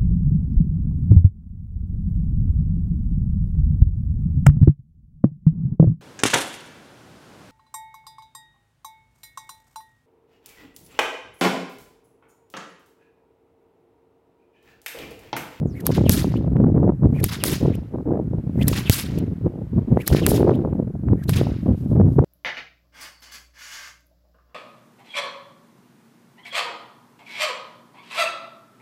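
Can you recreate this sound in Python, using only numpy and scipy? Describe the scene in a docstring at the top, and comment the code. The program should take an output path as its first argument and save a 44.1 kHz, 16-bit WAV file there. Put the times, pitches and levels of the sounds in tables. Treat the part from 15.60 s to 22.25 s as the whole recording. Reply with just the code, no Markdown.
"""In a breezy meadow, a long whip gives four pairs of cracks, behind then ahead, and a last soft one.
The thong (the whip's long cord) whistles through the air, and its tip makes a shock wave: the crack.
The ground, the grass and the tree lines send each crack back as a spray of small echoes.
Gusts rumble and pop against the microphone all the while. Near the end, clothes and thong rustle."""
import sys
import numpy as np
from scipy import signal
from scipy.fft import rfft, irfft
from scipy.io import wavfile
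from scipy.ndimage import uniform_filter1d, map_coordinates

SR = 44100
rng = np.random.default_rng(int(sys.argv[2]) if len(sys.argv) > 2 else 0)


def persist_wave(psi):
    """Save psi, clipped to +-1, as 16-bit WAV."""
    counts = np.round(np.clip(psi, -1, 1) * 32767).astype(np.int16)
    wavfile.write(sys.argv[1], SR, np.atleast_2d(counts).T)


N = 293088

# A colour says how strong the low and high parts of a sound are.
# Each row: frequency in Hz, relative level in dB.
MEADOW_COLOUR = [(30, 6), (300, -2), (800, -7.5), (1500, -11), (3000, -29.5), (5000, -31), (9000, -30),
                 (12500, -29), (16000, -35.5)]  # the quiet of the meadow
FAR_HISS_COLOUR = [(1000, 0.5), (2200, 3), (4000, -6), (8000, -17), (16000, -23.5)]  # a distant hiss
RUMBLE_COLOUR = [(15, -19), (28, -12.5), (42, -11), (70, 2), (125, 5.5), (200, 0), (290, -10.5),
                 (420, -30.5), (800, -47), (2000, -79)]  # the deep part of the wind
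FLUTTER_COLOUR = [(150, -8.5), (280, 9), (380, 3), (550, -8), (800, -17), (1200, -30.5), (2000, -48),
                  (4000, -77.5), (8000, -96)]  # the higher part of the wind
HISS_COLOUR = [(1500, -1.5), (3000, 6.5), (6000, 3.5), (9000, 3.5), (12500, 9.5), (16000, -5.5)]  # the whip's hiss and the rustle
TICK_COLOUR = [(1500, -9), (3500, 2), (7000, -9), (14000, -21)]  # a dry tick
RUSH_COLOUR = [(1000, -2), (2200, 4), (3200, -7), (5000, -12), (8000, -11), (12500, -5.5), (16000, -15.5)]  # air rushing past the thong
ECHO_COLOUR = [(300, -9.5), (800, -7), (1500, -0.5), (3000, 1.5), (5000, 3), (8000, -1.5), (10000, 3),
               (12500, 1.5), (15500, -5)]  # echoes from the land
SNAP_COLOUR = [(300, -16.5), (1000, -2), (2000, -6.5), (3500, -32), (6500, -8), (9500, -3), (12500, 2.5),
               (14500, -3), (16000, -19)]  # the snap of the frayed tip

# The far hiss swells and fades. 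Each row: time in seconds, level in dB.
FAR_HISS_LEVELS = [(0, -84.5), (2.4, -79.5), (2.9, -66), (3.9, -70), (4.35, -63), (5.1, -86.5), (6.65, -84)]
# The rustle as the whip is gathered. Each row: time in seconds, level in dB.
RUSTLE_LEVELS = [(5.85, -88), (6.0, -68.5), (6.15, -68.5), (6.21, -61), (6.27, -68), (6.32, -63),
                 (6.42, -78), (6.54, -63.5), (6.65, -78)]
# Gusts and lulls. Each row: time in seconds, then relative levels of rumble and flutter in dB.
GUSTS = [(0.0, -15, -31), (0.06, -22.5, -29.5), (0.09, -26.5, -34.5), (0.22, -31, -37.5),
         (0.31, -14.5, -20.5), (0.34, -19, -37), (0.39, -11, -13), (0.57, -18, -31), (0.84, -17.5, -28),
         (1.01, -10.5, -21), (1.3, -13, -15.5), (1.37, -27.5, -49), (1.46, -5, -11.5), (1.49, -12.5, -29.5),
         (1.65, -17.5, -27.5), (1.68, -25.5, -55), (1.87, -27.5, -24.5), (1.93, -18.5, -23.5),
         (2.0, -29, -39), (2.02, -15, -20.5), (2.1, -14, -17), (2.19, -22.5, -38.5), (2.31, -36.5, -47),
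         (2.35, -22, -22.5), (2.43, -31, -35.5), (2.44, -39.5, -54.5), (2.47, -23, -17), (2.61, -20, -24),
         (2.66, -23, -41), (2.78, -17, -24), (2.83, -33, -48), (2.85, -17.5, -30), (2.93, -23.5, -41),
         (2.99, -12, -25.5), (3.35, -30.5, -45), (3.57, -20, -28), (3.7, -19, -31), (3.8, -31, -48),
         (3.86, -13.5, -19.5), (3.91, -33.5, -35), (4.04, -25, -34.5), (4.11, -29.5, -48.5),
         (4.17, -9.5, -22.5), (4.27, -29.5, -41.5), (4.31, -5, -19), (4.46, -37, -35.5), (4.52, -5.5, -15),
         (4.58, -17.5, -22), (4.9, -15, -11.5), (5.3, -23.5, -38), (5.33, -38, -55), (5.35, -18.5, -33),
         (5.39, -27.5, -47.5), (5.53, -9.5, -19), (5.6, -26, -44), (5.72, -14, -31.5), (5.89, -18, -24),
         (5.99, -25, -47), (6.11, -9, -16), (6.17, -27.5, -48), (6.41, -3.5, -15), (6.56, -19, -39.5),
         (6.59, -1.5, -11.5), (6.64, -17, -17.5)]
# The hardest eddies (small whirls of air). 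Each row: time in seconds, level in dB, core size in ms.
HARD_EDDIES = [(0.058, -7.5, 1.7), (0.293, -6, 1.2), (0.382, -7.5, 0.94), (0.645, -9.5, 0.83),
               (0.741, -16, 0.66), (0.967, -23, 0.37), (1.045, -7.5, 1.04), (1.278, -2.5, 1.2),
               (1.435, -15.5, 0.78), (2.029, -5.5, 1.7), (2.359, -13, 1.2), (2.524, -7, 1.4),
               (2.599, -8, 1.14), (3.116, -7.5, 1.57), (4.373, -0.5, 0.91), (4.549, 1.5, 1.23),
               (4.718, -1, 1.03), (4.83, -0.5, 1.04), (4.895, -1.5, 0.87), (5.05, -11, 0.76),
               (5.2, -5, 1.39), (5.486, -22.5, 0.45), (5.814, -1, 1.2), (6.091, -5.5, 1.84), (6.4, -1, 1.3),
               (6.592, -5, 0.72)]
# Ticks as the whip recoils. Each row: start in seconds, relative level in dB.
RECOIL_TICKS = [(.969, -46.5), (2.065, -36), (3.508, -35), (3.55, -50), (3.579, -31), (4.892, -33),
                (4.908, -37)]
# The swing that opens each throw. 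Each row: time of top speed in seconds, pitch then in Hz,
# then relative levels of whistle and rush in dB.
SWINGS = [(.172, 2180, -47, -59), (1.565, 2400, -45, -55.5), (3.013, 2150, -43, -50.5),
          (4.405, 2100, -47.5, -53), (5.597, 1900, -54.5, -63.5)]
# The tip turns over before a crack behind and after a crack ahead. Each row: time in seconds,
# top pitch in Hz, then relative levels of whistle and hiss in dB.
TIP_TURNS = [(0.207, 2030, -54, -44), (0.777, 3400, -43, -57), (1.604, 2610, -41, -43.5),
             (2.154, 3150, -43, -45.5), (3.031, 3634, -30, -38.5), (3.588, 3300, -52, -41),
             (4.42, 3030, -34.5, -46), (4.956, 3780, -44, -55), (5.639, 2070, -47.5, -47)]
# Echoes from the land behind and ahead. Each row: delay in seconds, relative level in dB,
# treble gain in dB.
ECHO_BEHIND = [(.002, -24.5, 0.5), (.012, -37.5, -1.5), (.04, -47, 3.5), (.05, -16.5, -22),
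               (.068, -29, -19), (.085, -20, -14), (.11, -19, -23), (.14, -31, -20), (.25, -33, -31),
               (.42, -39, -43.5), (.9, -56.5, -47.5)]
ECHO_AHEAD = [(.002, -41, 2.5), (.014, -36, 9), (.023, -33.5, 9.5), (.04, -26.5, 0.5), (.065, -33.5, 1),
              (.097, -25.5, -8), (.135, -36.5, -8.5), (.19, -41, -18), (.28, -41, -29.5), (.43, -57.5, -40),
              (.9, -81.5, -52)]
# The cracks. Each row: time in seconds, shock in dB, snap in dB, snap fade time in ms, thump in dB,
# whistle in dB, echo in dB, stretch of the echo delays, aim (0 behind, 1 ahead). Levels are relative.
CRACKS = [(0.2673, -35, -5.5, 0.57, -39.5, -39.5, -7, 0.99, 0),
          (.4950, -4.5, -5.5, 0.72, -0.5, -36, 2.5, 0.98, 1),
          (1.642, -23.5, -8, 0.62, -11.5, -38, -1.5, 0.98, 0.15),
          (1.8386, -2, 3, 0.13, -40, -36.5, 3, 1.0, 0.82),
          (3.0822, -13.5, -9, 1, -36, -39.5, 2, 0.97, 0.088),
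          (3.2973, 1.5, -1.5, 0.27, 1.5, -30, 4, 1.0, 0.95),
          (4.4778, -34, -9.5, 0.96, -26, -32, -2, 1.0, 0.12), (4.6656, 0.5, -3, 0.53, -40, -34, -3, 1, 1),
          (5.6939, -15, -13.5, 0.2, -10.5, -40, -1, 0.85, 0.077)]


def from_db(db):
    """Turns decibels into a number to multiply a sound by."""
    return 10 ** (np.asarray(db) / 20)


def rms_one(x):
    """Scales a sound so that its average strength (rms) is 1."""
    return x / np.sqrt(np.mean(x ** 2) + 1e-20)


def along(rows, t):
    """Reads a table's columns at times t, in straight lines between the rows."""
    times, *columns = np.transpose(rows)
    return np.array([np.interp(t, times, column) for column in columns])


def at_hz(colour, hz):
    """Reads a colour's level in dB at the given frequencies."""
    row_hz, db = np.transpose(colour)
    return np.interp(np.log(np.maximum(hz, 1)), np.log(row_hz), db)


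def noise(colour, size=N):
    """Noise of a given colour, with strength 1."""
    hz = np.linspace(0, SR / 2, size // 2 + 1)
    spectrum = rfft(rng.standard_normal(size)) * from_db(at_hz(colour, hz))
    return rms_one(irfft(spectrum, size))


def low_pass(x, hz):
    """Gently dulls everything above hz."""
    return signal.sosfilt(signal.butter(2, min(hz, SR / 2 - 1), fs=SR, output="sos"), x + 1e-18)


def drift(rate_hz, size=N):
    """A smooth random wobble with strength 1."""
    return rms_one(low_pass(rng.standard_normal(size + SR // 4), rate_hz)[-size:])


def evened(x, size=1800):
    """Takes the slow swells out of a noise."""
    return x / np.sqrt(uniform_filter1d(x ** 2, size) + 1e-9)


def add(out, s, sound):
    """Mixes a sound into out, starting at s seconds."""
    start = max(round(s * SR), 0)
    out[start:start + len(sound)] += sound[:max(N - start, 0)]


def clock():
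    """The time of every sample, in seconds."""
    return np.arange(N) / SR


def meadow():
    """A steady hush, with a far hiss that swells and fades."""
    hush = from_db(-57.5) * noise(MEADOW_COLOUR)
    return hush + from_db(along(FAR_HISS_LEVELS, clock())[0]) * noise(FAR_HISS_COLOUR)


def rustle():
    """Clothes and thong rub with an uneven hiss as the whip is gathered."""
    return from_db(along(RUSTLE_LEVELS, clock())[0]) * noise(HISS_COLOUR) * from_db(1.5 * drift(40))


def wind(surge_hz=55, buffet_hz=11):
    """Churning air passes the microphone, louder and higher when it surges; gusts break into buffets."""
    rumble_db, flutter_db = along(GUSTS, clock())
    surge = np.clip(drift(surge_hz), -2, 2)
    buffet = np.clip(drift(buffet_hz), -2, 1)
    travel = np.cumsum(np.exp(.15 * surge))  # faster air runs through the noise faster
    rumble = map_coordinates(noise(RUMBLE_COLOUR), [travel], mode="grid-wrap")
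    flutter = map_coordinates(noise(FLUTTER_COLOUR), [travel], mode="grid-wrap")
    rumble = from_db(rumble_db - 2.76 + 1.58 * buffet) * evened(rumble * from_db(3.5 * surge))
    flutter = from_db(flutter_db - 3.14 + 1.45 * buffet) * evened(flutter * from_db(4 * surge))
    return rumble + flutter


def lesser_eddies(per_second=9, spread_db=2.0, core_ms=1.19):
    """Random eddies that follow the strength of the flutter, in rows like HARD_EDDIES."""
    when, strength, core = rng.uniform(-1, 1, (round(per_second * N / SR), 3)).T
    times = (when + 1) / 2 * N / SR
    db = along(GUSTS, times)[1] + 7 + spread_db * strength
    return list(zip(times, db, core_ms * np.exp(0.34 * core)))


def eddies():
    """Each passing whirl of air gives one swing of pressure; the smaller its core, the sharper the pop."""
    out, t = np.zeros(N), np.arange(-SR // 50, SR // 50) / SR
    whirls = list(HARD_EDDIES) + lesser_eddies()
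    phases = rng.uniform(0, 2 * np.pi, len(whirls))
    for (s, db, core_ms), phase in zip(whirls, phases):
        pop = np.real(np.exp(1j * phase) / (1 + 1000j * t / core_ms) ** 3)
        add(out, s + t[0], from_db(db) * pop * np.hanning(len(t)))
    return out


def microphone_opening(pressure, limit=.85, leak_hz=30):
    """The microphone's opening rounds off the strongest buffets and lets the slowest swings leak away."""
    rounded = limit * np.tanh(pressure / limit)
    return signal.sosfilt(signal.butter(2, leak_hz, "high", fs=SR, output="sos"), rounded)


def ticks(fade_s=0.00066):
    """The recoiling whip gives faint, dry ticks, each gone in a millisecond or two."""
    out, t = np.zeros(N), np.arange(SR // 100) / SR
    for s, db in RECOIL_TICKS:
        add(out, s, from_db(db - 5.5) * noise(TICK_COLOUR, len(t)) * np.exp(-t / fade_s))
    return out


def whistle(pitch_hz):
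    """Whirls of air peel off the thong and sing; the faster it moves, the higher and breathier the note."""
    size, phase = len(pitch_hz), 2 * np.pi * np.cumsum(pitch_hz) / SR
    spread = min((np.mean(pitch_hz) / 2300) ** 1.7, 2)

    def band(width_hz):
        """Noise gathered around the pitch."""
        return rms_one(drift(width_hz, size) * np.cos(phase) + drift(width_hz, size) * np.sin(phase))

    tone = band(105 * spread)
    breath = from_db(-6) * band(600 * spread)  # wider, because the thong tapers
    hiss = from_db(-14) * noise(HISS_COLOUR, size)
    swell = np.abs(np.sin(np.linspace(0, np.pi, size))) ** 0.55
    return from_db(-4) * swell * (tone + breath + hiss)


def swings(rise_s=0.03, fall_s=.052, end_pitch_ratio=0.57, rise_db_per_s=237.5, fall_db_per_s=29):
    """The thong speeds up and slows: its whistle rises and falls, and a rush of air builds and lingers."""
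    whistles, rush, time = np.zeros(N), np.zeros(N), clock()
    t = np.arange(-rise_s, fall_s, 1 / SR)
    arch = end_pitch_ratio ** ((t / fall_s) ** 2)
    for s, top_hz, whistle_db, rush_db in SWINGS:
        add(whistles, s - rise_s, from_db(whistle_db) * whistle(top_hz * arch))
        below_peak_db = np.maximum((s - time) * rise_db_per_s, (time - s) * fall_db_per_s)
        rush += from_db(rush_db - below_peak_db)
    return whistles + rush * noise(RUSH_COLOUR)


def glide(start_s, db, length_s, from_hz, to_hz):
    """A whistle that slides from one pitch to another."""
    out = np.zeros(N)
    add(out, start_s, from_db(db) * whistle(np.geomspace(from_hz, to_hz, round(length_s * SR))))
    return out


def flick(s, db, half_length_s):
    """The loudness curve of the tip's brief hiss, inside a softer rush of the whole thong."""
    t = clock() - s
    peak = np.exp(-(t / half_length_s) ** 2)
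    rush = from_db(-21) * np.exp(-(t / 0.014) ** 2)
    return from_db(db) * (peak + rush)


def tip():
    """The tip whistles upward and hisses into turns and cracks behind; into a crack ahead its note falls."""
    notes = glide(0.057, -60.5, length_s=0.1, from_hz=8000, to_hz=4000)  # one thin opening note
    hiss_level = np.zeros(N)
    for s, top_hz, whistle_db, hiss_db in TIP_TURNS:
        notes += glide(s - .022, whistle_db, length_s=.024, from_hz=.64 * top_hz, to_hz=top_hz)
        hiss_level += flick(s, hiss_db, half_length_s=.0037)
    for s, *_, whistle_db, _echo, _stretch, aim in CRACKS:
        if aim > .5:  # ahead
            notes += glide(s - .043, whistle_db, length_s=.041, from_hz=3400, to_hz=2400)
        else:  # behind: up into the crack, then down out of it
            notes += glide(s - .014, whistle_db + 2.5, length_s=.025, from_hz=3700, to_hz=5600)
            notes += glide(s + .008, whistle_db - 9, length_s=.028, from_hz=4150, to_hz=2700)
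            hiss_level += flick(s - .0056, whistle_db - 3.5, half_length_s=.0083)
    return notes + hiss_level * noise(HISS_COLOUR)


def land_echoes(grain_db=2.0, grain_hz=700, patchy_db=2.5, treble_hz=9000):
    """Countless small echoes off grass, twigs and far trees; on long paths the air takes away treble."""
    delay, echoes = np.arange(SR) / SR, []
    for s, *_, echo_db, stretch, aim in CRACKS:
        behind, ahead = along(ECHO_BEHIND, delay / stretch), along(ECHO_AHEAD, delay / stretch)
        level_db, treble_db = behind + aim * (ahead - behind)
        echoes.append((s, echo_db + level_db, treble_db))
    # Two grainy noises take turns, so that neighbouring frequency bands do not cancel.
    twigs = rms_one(rng.standard_normal((2, N)) * from_db(grain_db * drift(grain_hz)))
    out, edges_hz = np.zeros(N), np.geomspace(300, 17000, 15)
    for k, (low, high) in enumerate(zip(edges_hz, edges_hz[1:])):
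        hz, power = np.sqrt(low * high), np.zeros(N)
        for s, level_db, treble_db in echoes:
            add(power, s, from_db(level_db + treble_db * min(hz / treble_hz, 1)) ** 2)
        band = signal.sosfilt(signal.butter(2, [low, high], "band", fs=SR, output="sos"), twigs[k % 2])
        out += band * np.sqrt(power) * from_db(at_hz(ECHO_COLOUR, hz) + patchy_db * drift(49))
    return out


def ground_bounce(direct, delay_s=0.0049, grass_hz=3000, dull_db=-11, bright_db=-28):
    """The ground returns a slightly late copy, with most of its treble lost in the grass."""
    out = np.zeros(N)
    above_bass = direct - low_pass(direct, 500)
    dull = from_db(dull_db) * low_pass(above_bass, grass_hz)
    add(out, delay_s, dull + from_db(bright_db) * above_bass)
    return out


def cracks(shock_ms=0.11, thump_hz=105, thump_ms=7.0):
    """The tip makes an N-shaped shock wave inside a noisy snap; the blast makes the microphone thump."""
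    out, ms = np.zeros(N), np.arange(-SR // 200, SR // 40) * 1000 / SR
    shock_time = 2 * ms / shock_ms
    shock = -shock_time * np.exp((1 - shock_time ** 4) / 4)
    ring = np.exp(-np.abs(ms) / thump_ms) * np.cos(2 * np.pi * thump_hz * ms / 1000)
    thump = low_pass((ms > 0) * ring, 2500)
    for s, shock_db, snap_db, snap_ms, thump_db, *_ in CRACKS:
        fade = np.exp(-np.abs(ms) / snap_ms)
        snap = rms_one(noise(SNAP_COLOUR, len(ms)) * fade) * np.sqrt(np.mean(fade ** 2))
        crack = from_db(shock_db) * shock + from_db(snap_db) * snap + from_db(thump_db) * thump
        add(out, s + ms[0] / 1000, crack)
    return out


def scene():
    """The whip, its echoes, the meadow and the wind, mixed into one channel."""
    direct = cracks()
    whip = direct + ground_bounce(direct) + land_echoes() + swings() + tip() + ticks()
    background = rustle() + meadow() + microphone_opening(wind() + eddies())
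    return (whip + background)[None]


def record(dry):
    """The loudest cracks overload the microphone, and the treble above 16000 Hz is cut."""
    clipped = np.clip(dry, -.95, .95)
    return signal.sosfilt(signal.ellip(10, .1, 80, 16000, fs=SR, output="sos"), clipped)


dry = scene()
out = record(dry)
persist_wave(out)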